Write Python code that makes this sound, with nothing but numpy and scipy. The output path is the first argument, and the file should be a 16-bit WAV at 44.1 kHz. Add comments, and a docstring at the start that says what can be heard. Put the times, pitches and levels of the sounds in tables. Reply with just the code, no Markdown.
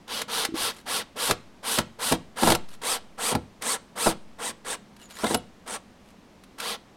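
"""Over the faint air of a small hallway, a cordless drill whirs in short bursts, driving a screw
through a steel plate into a wooden door frame. Each pull of the trigger spins the gears up and down
under the hiss of the motor's brushes. When the screw binds, the bit jumps in its head and knocks the
frame. The tool ticks and bumps the door, the bit scrapes, and late on the screw squeaks as it is slowly
forced round. The doorway and the hallway answer with short echoes."""
import sys
import numpy as np
from scipy import signal
from scipy.fft import rfft, irfft, next_fast_len
from scipy.io import wavfile

SR = 44100
rng = np.random.default_rng(int(sys.argv[2]) if len(sys.argv) > 2 else 0)


def to_wav(sig):
    """Store sig (one row per channel, or 1-D mono) as 16-bit WAV at the path in sys.argv[1].

    Samples outside -1..1 are clipped; the rate is SR.
    """
    pcm = np.clip(np.atleast_2d(sig), -1, 1) * 32767
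    pcm = np.round(pcm).astype(np.int16)
    wavfile.write(sys.argv[1], SR, pcm.T)  # frames by channels


N = 306936
TIME = np.arange(N) / SR

# tone of the hallway's air: (frequency [Hz], level [dB])
AIR_TONE = [(25, -7), (145, -9), (206, 0), (263, -6), (400, -10.5), (600, -12.5), (1000, -15.5),
            (1520, -20.5), (3400, -25.5), (6000, -30.5), (10000, -38), (16000, -47)]
# trigger pulls: (start [s], length [s], top rate at which gear teeth meet [Hz], level [dB])
TRIGGER_PULLS = [(.072, .168, 1451, -2.5), (0.274, .2, 1569, 0.5), (.537, .189, 1592, 0.5),
                 (.854, .177, 1483, .5), (1.155, .186, 1509, 1), (1.624, .2, 1593, 0),
                 (1.984, 0.18, 1518, 0), (2.355, .205, 1450, 1.5), (2.812, 0.17, 1324, 1),
                 (3.175, 0.17, 1237, 1), (3.609, .162, 1124, 0.5), (3.953, 0.18, 1349, .5),
                 (4.38, 0.14, 995.7, -1.5), (4.641, .12, 946.2, -1), (5.167, .2, 998.4, -3.5),
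                 (5.657, 0.12, 800, -2.5), (6.575, .19, 1265, -1.5)]
# how hard the bit bites into the screw head; the last pull runs free: (time [s], level [dB])
BIT_BITE = [(.1, -21), (1.0, -10.5), (1.7, -7), (2.5, -3.5), (3.7, 3), (4.5, -2), (5.7, -1.5), (6.6, -15)]
# rows for gear rattle, growl under load and brush hiss:
# (level at free speed [dB], change with top speed [dB per octave], change with bite [dB per dB])
MOTOR_LEVELS = [(-32, 7.5, -0.092), (-35.5, 0.5, 0.11), (-29, 16.5, 0.35)]
# tones of the rattle, the growl, the brushes and the rasping bit: (frequency [Hz], level [dB])
RATTLE_TONE = [(100, -12.5), (600, -10.5), (1400, -6.5), (2300, -6), (3200, 3), (5000, -1.5), (6500, -7.5),
               (10000, -25.5), (16000, -22.5)]
GROWL_TONE = [(40, -28), (140, -15.5), (230, 3), (340, -5), (480, -0.5), (700, -2), (1100, -5), (1700, 0),
              (2600, -8), (6000, -31.5)]
BRUSH_TONE = [(500, -34), (4000, -13), (6800, -4.5), (8500, 4.5), (10500, 4), (12000, -1.5), (14000, -5.5),
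              (16000, -22)]
RASP_TONE = [(1000, -89), (5500, -7), (7300, -5), (8300, 1.5), (9400, -1.5), (10800, -19), (16000, -43)]
# resonances of the drill's housing and of its gear case: (frequency [Hz], width [Hz], boost [dB])
HOUSING_PEAKS = [(476.5, 112, 9), (875, 340, 8.5), (1120, 60, 9), (1342, 26, 10), (5230, 200, -2)]
GEAR_CASE_PEAKS = [(1100, 500, 4), (4750, 600, 3), (5800, 1100, -7)]
# the notes in the gear whine: (multiple of the tooth rate, level [dB])
WHINE_HARMONICS = [(1, -6), (2, -5), (3, -9), (4, -2.5)]
# how well the gearbox gives off its whine: (frequency [Hz], level [dB])
GEARBOX_TONE = [(200, -12), (800, 0), (1500, 0), (2200, -1), (2900, -4), (3600, 0), (5200, 0), (6200, -8),
                (8000, -15)]
# light ticks of the bit and the chuck that holds it: (time [s], level [dB])
CHUCK_TICKS = [(.078, -41), (2.687, -42.5), (2.736, -42), (2.816, -38), (3.621, -25.5), (4.964, -47),
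               (5.106, -39.5), (5.676, -33.5), (6.436, -44), (6.584, -38), (6.6, -24.5)]
# tones of steel on steel and of a knock on the frame: (frequency [Hz], level [dB])
STEEL_TONE = [(200, -15), (1200, 2.5), (2600, -1), (4200, 0), (6000, -6), (9000, -4.5), (12000, -8.5),
              (16000, -23)]
KNOCK_TONE = [(25, -16.5), (90, -3.5), (200, 9), (500, 6), (900, 3), (1400, -6), (2200, -20), (4000, -24.5),
              (12000, -47)]
# the bit jumps out of its slot: (time [s], knock level [dB], crack level [dB])
BIT_JUMPS = [(.216, -37.5, -24), (.449, -39, -19.5), (1.296, -19, -26), (1.309, -23, -14.5),
             (1.785, -15, -15.5), (2.121, -12.5, -16), (2.431, -11, -21.5), (2.472, -9.5, -20),
             (2.485, -13.5, -24), (2.501, -13.5, -15), (2.519, -11.5, -16), (2.549, -19.5, -19),
             (3.322, -19.5, -37), (3.350, -15.5, -25.5), (4.068, -10, -24), (5.241, -14.5, -27),
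             (5.265, -31, -30.5), (5.308, -17, -39), (5.344, -17, -16)]
# a softer, duller blow as it first rides up the slot: (lead [s], knock change [dB], crack change [dB])
RIDE_UP_BLOW = (.008, -8, -20)
# the notes the door frame rings at: (frequency [Hz], level [dB], time to fade by 60 dB [s])
FRAME_NOTES = [(69.96, -13, 0.27), (104, -17, 0.25), (132.6, -10.5, 0.22), (155, -14.5, 0.19),
               (180, -2, 0.16), (222.5, -5, 0.056), (284.3, -4.5, 0.087), (324.4, -1, 0.14),
               (398, -10, 0.031), (490.4, -3, 0.14), (540, -24, 0.079), (730, 5.5, 0.062), (855, -12, 0.11),
               (1120, 0.5, 0.028), (1338, 0, 0.031), (1740, -16, 0.065)]
# the tool bumps the door: (time [s], level [dB])
DOOR_BUMPS = [(0.488, -26.5), (0.522, -27.5), (0.54, -20)]
# the bit scrapes in the screw head: (start [s], length [s], level [dB])
SCRAPE_STROKES = [(0.717, 0.11, -49), (2.676, 0.096, -50.5), (4.983, 0.085, -52), (5.078, 0.094, -50.5),
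                  (5.134, 0.11, -42.5), (6.028, 0.12, -64)]
# the screw squeaks: (start [s], length [s], first pitch [Hz], last pitch [Hz], level [dB])
SCREW_SQUEAKS = [(4.993, 0.059, 3040, 2700, -53), (5.017, 0.065, 7100, 6740, -51.5),
                 (5.106, 0.085, 6960, 7000, -52), (5.194, 0.041, 5200, 5650, -46),
                 (5.247, 0.0327, 3230, 4160, -31.5), (5.262, 0.018, 2120, 2040, -31),
                 (5.37, 0.0094, 11200, 10700, -32.5)]
# how long the hallway rings: (frequency [Hz], time to fade by 60 dB [s])
HALL_FADE = [(100, 0.33), (500, 0.25), (1500, 0.31), (4000, 0.34), (9000, 0.39), (16000, 0.29)]
# tone of what the walls throw back: (frequency [Hz], level [dB])
WALL_TONE = [(40, -8), (200, 3), (1000, -4.5), (2500, -3), (8000, -11.5), (16000, -31)]


def from_db(db):
    """Turn decibels into a plain multiplier."""
    return 10 ** (np.asarray(db) / 20)


def rms_one(x):
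    """Scale a sound to an average power of 1."""
    return x / np.sqrt(np.mean(x ** 2) + 1e-20)


def colour(x, tone, peaks=()):
    """Filter a sound with a tone curve and a few resonant peaks."""
    size = 2 * next_fast_len(len(x))
    hz = np.maximum(np.fft.rfftfreq(size, 1 / SR), 1)
    points = np.array(tone)
    db = np.interp(np.log(hz), np.log(points[:, 0]), points[:, 1])
    for centre, width, boost in peaks:
        db = db + boost / (1 + (2 * (hz - centre) / width) ** 2)
    # minimum phase: the filter never rings before the sound arrives
    cepstrum = irfft(np.log(from_db(db)))
    cepstrum[1:size // 2] *= 2
    cepstrum[size // 2 + 1:] = 0
    return irfft(rfft(x, size) * np.exp(rfft(cepstrum)))[:len(x)]


def drift(rate_hz):
    """Wander around zero, heading for a new random value rate_hz times a second."""
    targets = rng.standard_normal(int(N / SR * rate_hz) + 2)
    return np.interp(TIME * rate_hz, np.arange(len(targets)), targets)


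def lag(x, seconds):
    """Follow x smoothly and a little late."""
    keep = np.exp(-1 / (seconds * SR))
    return signal.lfilter([1 - keep], [1, -keep], x + 1e-18)


def ring(force, hz, fade_s):
    """Each push sets one note ringing; it fades by 60 dB in fade_s."""
    keep, angle = from_db(-60 / (fade_s * SR)), 2 * np.pi * hz / SR
    return signal.lfilter([0, np.sin(angle)], [1, -2 * keep * np.cos(angle), keep * keep], force + 1e-18)


def contacts(times, levels_db, swell_s):
    """Each blow is a quick flurry of tiny contacts that swells and dies away."""
    force = np.zeros(N)
    age = np.arange(SR // 10) / SR / swell_s
    for start, db in zip(times, levels_db):
        flurry = from_db(db) * age * np.exp(1 - age) * rng.standard_normal(len(age))
        at = int(start * SR)
        force[at:at + len(age)] += flurry[:N - at]
    return force


def still_air(level_db=-53):
    """The hallway's air is a faint, low, steady noise."""
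    return from_db(level_db) * rms_one(colour(rng.standard_normal(N), AIR_TONE))


def motor(free_hz=1500, brake_s=.078, rasp_db=-32):
    """The motor speeds up while the trigger is held, then sags and brakes; speed and bite set levels."""
    effort, tooth_hz, gains = np.zeros(N), np.zeros(N), np.zeros((4, N))
    for start, length, top_hz, level_db in TRIGGER_PULLS:
        stop = start + length
        speed = top_hz / free_hz   # 1 is the speed with no load
        release = stop - brake_s * speed ** 1.5   # a slower motor stops sooner
        on = (TIME > start) & (TIME < stop)
        run_up = np.interp(TIME[on], [start, release], [0, 1])
        run_down = np.interp(TIME[on], [release, stop], [1, 0])
        effort[on] = np.sin(np.pi / 2 * run_up * run_down)
        tooth_hz[on] = top_hz * np.sin(np.pi / 2 * run_up) * run_down ** .4
        bite_db = np.interp(release, *np.transpose(BIT_BITE))
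        levels = [db + slope * np.log2(speed) + share * bite_db for db, slope, share in MOTOR_LEVELS]
        gains[:, TIME > start] = from_db(level_db + np.array(levels + [rasp_db + bite_db]))[:, None]
    return effort, tooth_hz, gains


def drill(chop=.16, grit_db=1.7):
    """Gears whine, rattle and growl, brushes hiss and the bit rasps, all driven by the motor."""
    effort, tooth_hz, (rattle_gain, growl_gain, brush_gain, rasp_gain) = motor()
    tooth_phase = 2 * np.pi * np.cumsum(tooth_hz * (1 + .014 * drift(110))) / SR
    # teeth strike harder once per motor turn (five teeth), and no two strike alike
    strikes = (1 + chop * np.cos(tooth_phase)) * (1 + chop * np.cos(tooth_phase / 5))
    strikes *= from_db(grit_db * drift(1200))
    rattle, growl, brushes, rasp = (rms_one(colour(strikes * rng.standard_normal(N), tone, HOUSING_PEAKS))
                                    for tone in (RATTLE_TONE, GROWL_TONE, BRUSH_TONE, RASP_TONE))
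    # slack between the teeth keeps breaking up each note of the whine
    whine = sum(from_db(db) * np.sin(multiple * tooth_phase + .75 * drift(450)) * (1 + .5 * drift(300))
                for multiple, db in WHINE_HARMONICS)
    whine_gain = rattle_gain ** .75 * rasp_gain ** .25   # the gears sing out more as the bit bites
    singing = effort ** .6 * whine_gain * colour(whine, GEARBOX_TONE, GEAR_CASE_PEAKS)
    shake = lag(effort, seconds=.003)   # loose gears rattle on for a moment
    gears = singing + rattle_gain * shake ** .92 * rattle + growl_gain * shake ** .44 * growl
    return gears + effort ** 1.44 * (brush_gain * brushes + rasp_gain * rasp)


def ticks(gain_db=1, slack_s=.006, slack_db=-48):
    """The loose chuck ticks, and each pull takes up the slack in the gears with a faint tick."""
    slack_ticks = [(start + slack_s, slack_db) for start, *_ in TRIGGER_PULLS]
    taps = contacts(*np.transpose(CHUCK_TICKS + slack_ticks), swell_s=.0028)
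    return from_db(gain_db) * colour(taps, STEEL_TONE)


def bit_jumps(knock_db=7.5, ring_db=-34.5, crack_db=4.5):
    """The bit cracks against the screw head, and the blow goes through the plate into the wood."""
    lead_s, softer_db, duller_db = RIDE_UP_BLOW
    ride_ups = [(time - lead_s, knock + softer_db, crack + duller_db) for time, knock, crack in BIT_JUMPS]
    times, knock_levels, crack_levels = np.transpose(BIT_JUMPS + ride_ups)
    blows = contacts(times, knock_levels, swell_s=.0031)
    knock = colour(blows, KNOCK_TONE)
    frame = sum((-1) ** k * from_db(db) * ring(blows, hz, fade_s)
                for k, (hz, db, fade_s) in enumerate(FRAME_NOTES))
    crack = colour(contacts(times, crack_levels, swell_s=.0024), STEEL_TONE)
    return from_db(knock_db) * knock + from_db(ring_db) * frame + from_db(crack_db) * crack


def bumps(hz=320, fade_s=.022, gain_db=-1.5):
    """The tool bumps softly against the door, and one low note swells briefly."""
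    pushes = np.zeros(N)
    for time, db in DOOR_BUMPS:
        pushes[int(time * SR)] = from_db(db)
    thuds = ring(ring(pushes, hz, fade_s), hz, fade_s)   # ringing twice softens the start
    build_up = fade_s * SR / (2 * np.e * np.log(1000))   # peak height for a push of 1
    return from_db(gain_db) * thuds / build_up


def scrapes(grain_db=5.5):
    """The bit rubs in the screw head, steel on steel, in short grainy strokes."""
    grains = rng.standard_normal(N) * from_db(grain_db * drift(350))
    strokes = sum(from_db(db) * np.sin(np.pi * np.clip((TIME - start) / length, 0, 1))
                  for start, length, db in SCRAPE_STROKES)
    return strokes * rms_one(colour(grains, STEEL_TONE))


def squeaks():
    """The screw sticks and slips, steel on steel, in thin, unsteady tones."""
    out, wobble = np.zeros(N), 1 + .02 * drift(1500)
    for start, length, from_hz, to_hz, db in SCREW_SQUEAKS:
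        progress = np.clip((TIME - start) / length, 0, 1)
        hz = (from_hz + (to_hz - from_hz) * progress) * wobble
        out += from_db(db) * np.sin(np.pi * progress) * np.sin(2 * np.pi * np.cumsum(hz) / SR)
    return out


def doorway(x, count=24, fade_s=.069, gain_db=-12.5):
    """The door, its frame and the worker's body throw back quick echoes."""
    delays_s = rng.uniform(.002, .035, size=count)
    echoes = np.zeros(SR // 20)
    echoes[(delays_s * SR).astype(int)] = rng.choice([-1, 1], size=count) * from_db(-60 * delays_s / fade_s)
    return from_db(gain_db) * signal.fftconvolve(x, echoes / np.linalg.norm(echoes))[:N]


def hallway(x, gain_db=-12.5):
    """A blur of echoes dies away, each octave at its own pace; the walls dull the treble."""
    age, tail = np.arange(SR) / SR, 0
    for low_hz in 40 * 2.0 ** np.arange(9):
        octave = signal.butter(2, [low_hz, 2 * low_hz], "band", fs=SR, output="sos")
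        band = signal.sosfilt(octave, rng.standard_normal(SR))
        fade_s = np.interp(low_hz * np.sqrt(2), *np.transpose(HALL_FADE))
        decay = from_db(-60 * age / fade_s) * (age > .004)
        tail = tail + band * decay / np.linalg.norm(decay)
    return from_db(gain_db) * colour(signal.fftconvolve(x, tail)[:N], WALL_TONE)


def scene():
    """The drill and door are close by, with the hallway and its still air behind."""
    near = drill() + bit_jumps() + ticks() + bumps() + scrapes() + squeaks()
    air = still_air()
    return (near + doorway(near) + hallway(near) + air)[None]


def record(dry, ceiling=.56, shift_gain=5, cutoff_hz=16200):
    """Loud peaks are rounded and push the wave off centre; it swings slowly back. Top treble is cut."""
    overload = np.maximum(np.abs(dry) - .2, 0)
    shift = signal.sosfilt(signal.butter(1, 3, fs=SR, output="sos"), overload)
    shift = signal.sosfilt(signal.butter(2, 1.1, "high", fs=SR, output="sos"), shift)
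    out = ceiling * np.tanh(dry / ceiling) + shift_gain * shift
    return signal.sosfilt(signal.ellip(10, .1, 80, cutoff_hz, fs=SR, output="sos"), out)


dry = scene()
out = record(dry)
to_wav(out)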